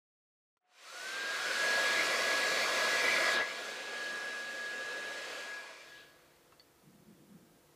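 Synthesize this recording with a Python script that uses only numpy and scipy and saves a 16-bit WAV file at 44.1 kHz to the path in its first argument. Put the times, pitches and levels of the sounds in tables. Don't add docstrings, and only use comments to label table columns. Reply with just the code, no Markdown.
import sys
import numpy as np
from scipy import signal
from scipy.fft import rfft, irfft
from scipy.io import wavfile
from scipy.ndimage import uniform_filter1d

SR = 44100
rng = np.random.default_rng(int(sys.argv[2]) if len(sys.argv) > 2 else 0)


def to_wav(s):
    ch = np.atleast_2d(s).T
    pcm = np.round(np.clip(ch, -1, 1) * 32767)
    wavfile.write(sys.argv[1], SR, pcm.astype(np.int16))


N = 341943
TIME = np.arange(N) / SR
FRAME, HOP = 1024, 256
FRAME_S = np.arange(N // HOP + 5) * HOP / SR
BIN_HZ = np.fft.rfftfreq(FRAME, 1 / SR)


def amp(db):
    return 10 ** (np.asarray(db) / 20)


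def unit(x):
    return x / np.sqrt(np.mean(x ** 2) + 1e-20)


def along(rows, t):
    times, *columns = np.transpose(rows)
    return [np.interp(t, times, c) for c in columns]


def across(rows):
    hz, *columns = np.transpose(rows)
    return [np.interp(np.log(BIN_HZ + 1), np.log(hz), c) for c in columns]


def bell(x, centre, width):
    return np.exp(-.5 * ((x - centre) / width) ** 2)


def wander(rate_hz):
    low_pass = bell(np.fft.rfftfreq(N, 1 / SR), 0, rate_hz)
    return unit(irfft(rfft(rng.standard_normal(N)) * low_pass, N))


def noise(gain):
    white = rng.standard_normal(len(FRAME_S) * HOP)
    spectra = signal.stft(white, nperseg=FRAME, noverlap=FRAME - HOP)[2]
    shaped = spectra[:, :len(FRAME_S)] * gain.T * np.sqrt(len(BIN_HZ))
    return signal.istft(shaped, nperseg=FRAME, noverlap=FRAME - HOP)[1][:N]


# f/Hz, relative level/dB
ROOM_COLOUR = [(18, -40), (30, -9), (97, -7.5), (150, -9), (195, -12), (253, -9.5), (312, -1), (346, -13.5),
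               (415, -5), (485, -4.5), (645, -11), (859, -11.5), (2920, -19.5), (15000, -23.5)]
# f/Hz, side against middle/dB
ROOM_WIDTH = [(100, -34), (500, -24), (1500, -27), (5000, -20), (14000, -11)]
# f/Hz, level before the fader/dB
APPLIANCE_HUM = [(50, -95), (150.5, -83), (345, -79), (495, -83.5), (689, -87), (1287, -88.5),
                 (1583, -89.5)]
# t/s, gain/dB
ROOM_FADER = [(5.3, -52), (5.6, -19), (5.9, 3.5), (6.3, 2), (7.7, 2.5)]

def kitchen(air_trim_db=-68.5, waver_db=2.0):
    colour = amp(across(ROOM_COLOUR)[0])[None]
    colour = colour / np.linalg.norm(colour)
    middle = noise(colour)
    side = noise(colour * amp(across(ROOM_WIDTH)[0]))
    low_cut = signal.butter(4, 38, "highpass", fs=SR, output="sos")
    air = signal.sosfilt(low_cut, [middle + side, middle - side])
    hum = sum(amp(db + waver_db * wander(rate_hz=2.8)) * np.sin(2 * np.pi * (hz * TIME + rng.random()))
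              for hz, db in APPLIANCE_HUM)
    fader = amp(along(ROOM_FADER, TIME)[0]) * (TIME > ROOM_FADER[0][0])
    return (amp(air_trim_db) * air + np.sqrt(2) * hum) * fader


# f/Hz, half width/Hz, relative level/dB
BODY_MODES = [(194.5, 17, 2), (276, 32, -10.5), (340, 29, -5), (153, 24, -9)]
# t/s, level/dB
TUGS = [(6.88, -66), (7.085, -57.5), (7.338, -58)]

def ring_slide(start_s=6.78, attack_s=0.11, hold_s=0.46, release_s=0.38, rub_db=-64, tug_s=0.032):
    modes = [amp(db) * bell(BIN_HZ, hz, width)[None] for hz, width, db in BODY_MODES]
    corners_s = start_s + np.cumsum([0, attack_s, hold_s, release_s])
    rub = amp(rub_db) * np.interp(TIME, corners_s, [0, 1, 1, 0]) * unit(noise(sum(modes)))
    tugs = sum(amp(db) * bell(TIME, s, tug_s) for s, db in TUGS) * unit(noise(modes[0]))
    slip_db = -0.5 * wander(rate_hz=33)
    return (rub + tugs) * amp(slip_db)


# t/s, peak/dB, grit decay/s, grit/0-1, direct crack/0-1
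KNOCKS = [(0.57, -66.5, 0.0045, .6, 1), (6.522, -51, 0.01, .5, .45), (6.597, -44.5, .008, 0.07, 0.15)]
# f/Hz, relative level/dB, t60/s
SWITCH_MODES = [(446, 3, 0.056), (1220, -4, .035), (1390, 20, 0.038), (2056, 1, .035), (2637, -4, .035),
                (3521, -1, .03), (4400, 8, .03)]
NUDGE_MODES = [(1104, -5, .06), (1340, -2, 0.052), (1755, -9, .05), (2697, -9, .05), (4500, -16, .05)]
TICK_MODES = [(1723, -12, .04), (2003, -13, .08), (3500, -10, .046), (4430, -3, .05), (4520, 2, 0.068)]

def knock(start_s, peak_db, grit_s, grit, crack, modes):
    t = TIME[:SR // 4]
    contact = grit * rng.standard_normal(len(t)) * np.exp(-t / grit_s)
    contact[0] = 1
    ringing = sum(amp(db - 60 * t / t60) * np.sin(2 * np.pi * hz * t) for hz, db, t60 in modes)
    body = unit(signal.fftconvolve(contact, ringing)[:len(t)])
    crack_band = signal.butter(1, [250, 3000], "bandpass", fs=SR, output="sos")
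    hit = body + crack * unit(signal.sosfilt(crack_band, contact))
    return np.pad(amp(peak_db) * hit / abs(hit).max(), (round(start_s * SR), N))[:N]


MOTOR_ON_S = 0.6

def spin(t, time_constant_s=0.185):
    return 1 - np.exp(-np.maximum(t - MOTOR_ON_S, 0) / time_constant_s)


def rise_db(t, power, fade_start_s=0.62, fade_length_s=1):
    fade_in = np.clip((t - fade_start_s) / fade_length_s, 0, 1)
    return 20 * np.log10(fade_in * spin(t) ** power + 1e-9)


def motor_drone(pitch_hz=727, trim_db=-67.5, roughness=0.28, brush_db=-3):
    speed = spin(TIME)
    swell = speed * np.sqrt(1 - speed) * (1 + roughness * wander(rate_hz=30))
    brush_colour = bell(BIN_HZ, 600, 1500) * (1 - bell(BIN_HZ, 0, 250))
    brushes = amp(brush_db) * unit(noise(brush_colour[None]))
    tone = np.sqrt(2) * np.sin(2 * np.pi * pitch_hz * TIME)
    return amp(trim_db) * swell * (tone + brushes)


# t/s, aim/0-1
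NOZZLE_AIM = [(0.9, 0.45), (1.5, 0.51), (2.0, 0.83), (3.3, 1), (3.5, 0.8), (3.9, 0), (5.1, 0.0),
              (5.45, 0.43), (5.7, 0.75), (6.0, 0.66)]

def aim_at(t):
    return np.clip(along(NOZZLE_AIM, t)[0], 0, 1)


def blend(aim, onto, past):
    return aim * onto + (1 - aim) * past


# t/s, level before the fades/dB
ROAR_LEVEL = [(1.3, -38), (1.48, -37.5), (1.9, -36), (2.5, -36.5), (2.67, -36), (3.1, -35.5),
              (3.412, -35.5), (3.44, -44), (3.83, -45.5), (4.0, -45), (4.5, -47.5), (4.72, -47),
              (5.1, -46.5), (5.3, -45.5), (5.6, -47), (6.0, -44.5), (6.1, -47)]
# t/s, level before the fades/dB
HISS_LEVEL = [(1.06, -44), (1.22, -49), (1.5, -47.5), (1.85, -46.5), (3.33, -46.5), (3.395, -57),
              (3.7, -55.5), (3.84, -58), (4.05, -56), (4.65, -58.5), (5.3, -57.5), (5.9, -54.5), (6.2, -61)]

def air_levels_db(t, filled_s=2.12, thin_db=-4, buffet_trim_db=-4.5, fade_s=5.373, fade_db_per_s=27):
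    fade_db = fade_db_per_s * np.maximum(t - fade_s, 0)
    body_db = along(ROAR_LEVEL, t)[0] - fade_db
    thinness = np.clip(2 * (filled_s - t) / (filled_s - MOTOR_ON_S), 0, 1)
    buffet_db = body_db + rise_db(t, power=2.6) + buffet_trim_db + thin_db * thinness
    roar_db = body_db + rise_db(t, power=2.2)
    hiss_db = along(HISS_LEVEL, t)[0] + rise_db(t, power=2.8) - fade_db
    return buffet_db, roar_db, hiss_db


# t/s, f/Hz
BLADE_RATE = [(1.8, 1666), (3.06, 1670), (4.19, 1665), (5.07, 1672), (5.51, 1664), (6.1, 1668)]

def blade_hz(t):
    return along(BLADE_RATE, t)[0] * spin(t)


# t/s, level before trim and fades/dB
WHINE_LEVEL = [(1.3, -36.5), (1.39, -44.5), (1.48, -41), (1.5, -51), (1.61, -35.5), (1.78, -34),
               (2.2, -43.5), (2.31, -37), (2.73, -44), (2.84, -37), (3.13, -41), (3.39, -35.5), (3.52, -51),
               (3.82, -51), (4.03, -43), (4.56, -45.5), (4.64, -43), (5.09, -45.5), (5.3, -54.5),
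               (5.56, -45.5), (5.8, -71.5), (5.94, -56.5), (6.2, -77.5)]
SHAFT_ORDERS = [1, 5, 6, 14, 21, 26]
# onto the ring/dB, past it/dB
ORDER_LEVELS = [(-30.5, -25.5), (-48, -12.5), (-25, -39), (-15.5, -20.5), (-22, -36), (-24.5, -35)]

def fan(blades=7, jitter=0.00076, shimmer_db=0.3, flutter=0.085, trim_db=1.6, fall_db_per_s=72):
    shaft_hz = blade_hz(TIME) / blades * (1 + jitter * wander(rate_hz=36))
    angle = 2 * np.pi * np.cumsum(shaft_hz) / SR
    fall_db = fall_db_per_s * np.maximum(TIME - WHINE_LEVEL[-1][0], 0)
    whine_db = along(WHINE_LEVEL, TIME)[0] + trim_db + rise_db(TIME, power=6.4) - fall_db
    whine_gain = amp(whine_db + shimmer_db * wander(rate_hz=57)) * (1 + flutter * wander(rate_hz=89))
    tones = whine_gain * np.sin(blades * angle)
    aim, at_speed = aim_at(TIME), spin(TIME) ** 20
    _, roar_db, _ = air_levels_db(TIME)
    for order, levels_db in zip(SHAFT_ORDERS, ORDER_LEVELS):
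        level_db = roar_db + blend(aim, *levels_db) + 1.7 * wander(rate_hz=30)
        tones += amp(level_db) * at_speed * np.sin(order * angle + 2 * np.pi * rng.random())
    mains = amp(roar_db - 48) * np.sin(2 * np.pi * 100 * TIME)
    return np.sqrt(2) * (tones + mains)


# t/s, half length/s, f/Hz, half width/Hz, boost/dB
EDGE_TONES = [(1.483, 0.091, 1490, 80, 11), (2.003, 0.02, 2100, 130, 7.5), (3.087, 0.063, 2280, 90, 4.5),
              (3.207, 0.042, 2020, 110, 3), (3.346, 0.027, 3800, 450, 6.5), (3.477, 0.04, 2220, 170, 8.5),
              (5.676, 0.11, 970, 130, 7.5), (5.695, 0.15, 2370, 110, 7), (5.996, .05, 3460, 600, 9.5)]

def edge_whistles_db():
    return sum(boost_db * np.outer(bell(FRAME_S, s, length), bell(BIN_HZ, hz, width))
               for s, length, hz, width, boost_db in EDGE_TONES)


# f/Hz, half width/Hz, boost at full aim/dB
RIM_MODES = [(1987, 59, 6.5), (2274, 125, 5.5)]

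def rim_modes_db(aim, threshold=0.49, surge_db=3.4):
    over_rim = np.clip((aim - threshold) / (1 - threshold), 0, 1)
    db = 0
    for hz, width, boost_db in RIM_MODES:
        surge = np.interp(FRAME_S, TIME, wander(rate_hz=7))[:, None]
        db = db + over_rim * (boost_db + surge_db * surge) * bell(BIN_HZ, hz, width)
    return db


def balance_bands(db):
    bands_hz = [(100, 750), (900, 4000), (6000, 15000)]
    shares = across([(600, 1, 0, 0), (1000, 0, 1, 0), (2600, 0, 1, 0), (6500, 0, 0, 1)])
    power = amp(db) ** 2
    for (lo, hi), share, level_db in zip(bands_hz, shares, air_levels_db(FRAME_S)):
        band_db = 10 * np.log10(power[:, (BIN_HZ > lo) & (BIN_HZ < hi)].sum(1))
        db = db + np.outer(level_db - band_db, share)
    return db


# f/Hz, relative level onto the ring/dB, past it/dB
JET_COLOUR = [(40, -63, -57), (70, -33, -40), (110, -22, -32.5), (251, -9, -20.5), (497, -2.5, -13.5),
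              (772, -11.5, -16), (1266, 0.5, -13.5), (2730, -3.5, -13.5), (4860, -9.5, -19.5),
              (7050, -11.5, -16.5), (11070, -22, -29), (15400, -29, -36.5)]
# f/Hz, half width/Hz, boost onto the ring/dB, past it/dB
CAVITIES = [(326.5, 13, 8, 2), (550, 75, 7.5, 5.5), (645, 17, 9, -2), (711, 34, 9, 4.5),
            (984, 140, 6.5, -1.5), (1440, 34, 3, 2.5), (3058, 69, -1.5, 3), (3873, 138, 3, 5.5),
            (4494, 270, 7, 6.5), (5230, 200, 4.5, 5.5), (6100, 240, 1.5, 3.5), (7700, 200, 1.5, 0),
            (9000, 182, 0.2, 3), (10740, 260, 2, 1)]

def air_jet(wake_db=3.5, deep_cut_db=-10, eddy_db=1.3, sway_db=0.02, ripple_db=1.5):
    aim, speed = aim_at(FRAME_S)[:, None], spin(FRAME_S)[:, None]
    db = blend(aim, *across(JET_COLOUR))
    for hz, width, onto_db, past_db in CAVITIES:
        db += blend(aim, onto_db, past_db) * bell(BIN_HZ, hz, width)
    db += wake_db * speed * (1 - aim) * bell(BIN_HZ, blade_hz(FRAME_S)[:, None], width=105)
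    db = balance_bands(db) + rim_modes_db(aim) + edge_whistles_db()
    db += deep_cut_db * (1 - speed ** 4) * bell(BIN_HZ, 0, 145)
    eddies = uniform_filter1d(rng.standard_normal(db.shape), size=14, axis=0)
    eddies = unit(uniform_filter1d(eddies, size=6, axis=1))
    hand_sway = np.interp(FRAME_S, TIME, wander(rate_hz=5.5))[:, None]
    onto, past = rng.standard_normal((2, len(BIN_HZ))) * bell(BIN_HZ, 0, 5000)
    ripple = np.sqrt(aim) * onto + np.sqrt(1 - aim) * past
    return noise(amp(db + eddy_db * eddies + sway_db * hand_sway + ripple_db * ripple))


# t/s, half length/s, left minus right of the air/dB, of the fan/dB
LEFT_LEANS = [(3.42, .035, 3.3, 2.0), (5.52, .045, 1.0, 5.0), (5.97, .08, 1.0, 3.5), (6.38, .08, 2.0, 2.0)]

def dryer():
    air_lean_db, fan_lean_db = sum(np.outer(db, bell(TIME, s, length)) for s, length, *db in LEFT_LEANS)
    sides = np.array([[.5], [-.5]])
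    return air_jet() * amp(sides * air_lean_db) + fan() * amp(sides * fan_lean_db)


def scene():
    knock_modes = (SWITCH_MODES, NUDGE_MODES, TICK_MODES)
    knocks = sum(knock(*row, modes) for row, modes in zip(KNOCKS, knock_modes))
    return kitchen() + ring_slide() + knocks + motor_drone() + dryer()


def record(dry):
    low_pass = signal.firwin(1023, cutoff=15480, window=("kaiser", 10), fs=SR)
    return signal.oaconvolve(dry, low_pass[None], "same", axes=1)


dry = scene()
out = record(dry)
to_wav(out)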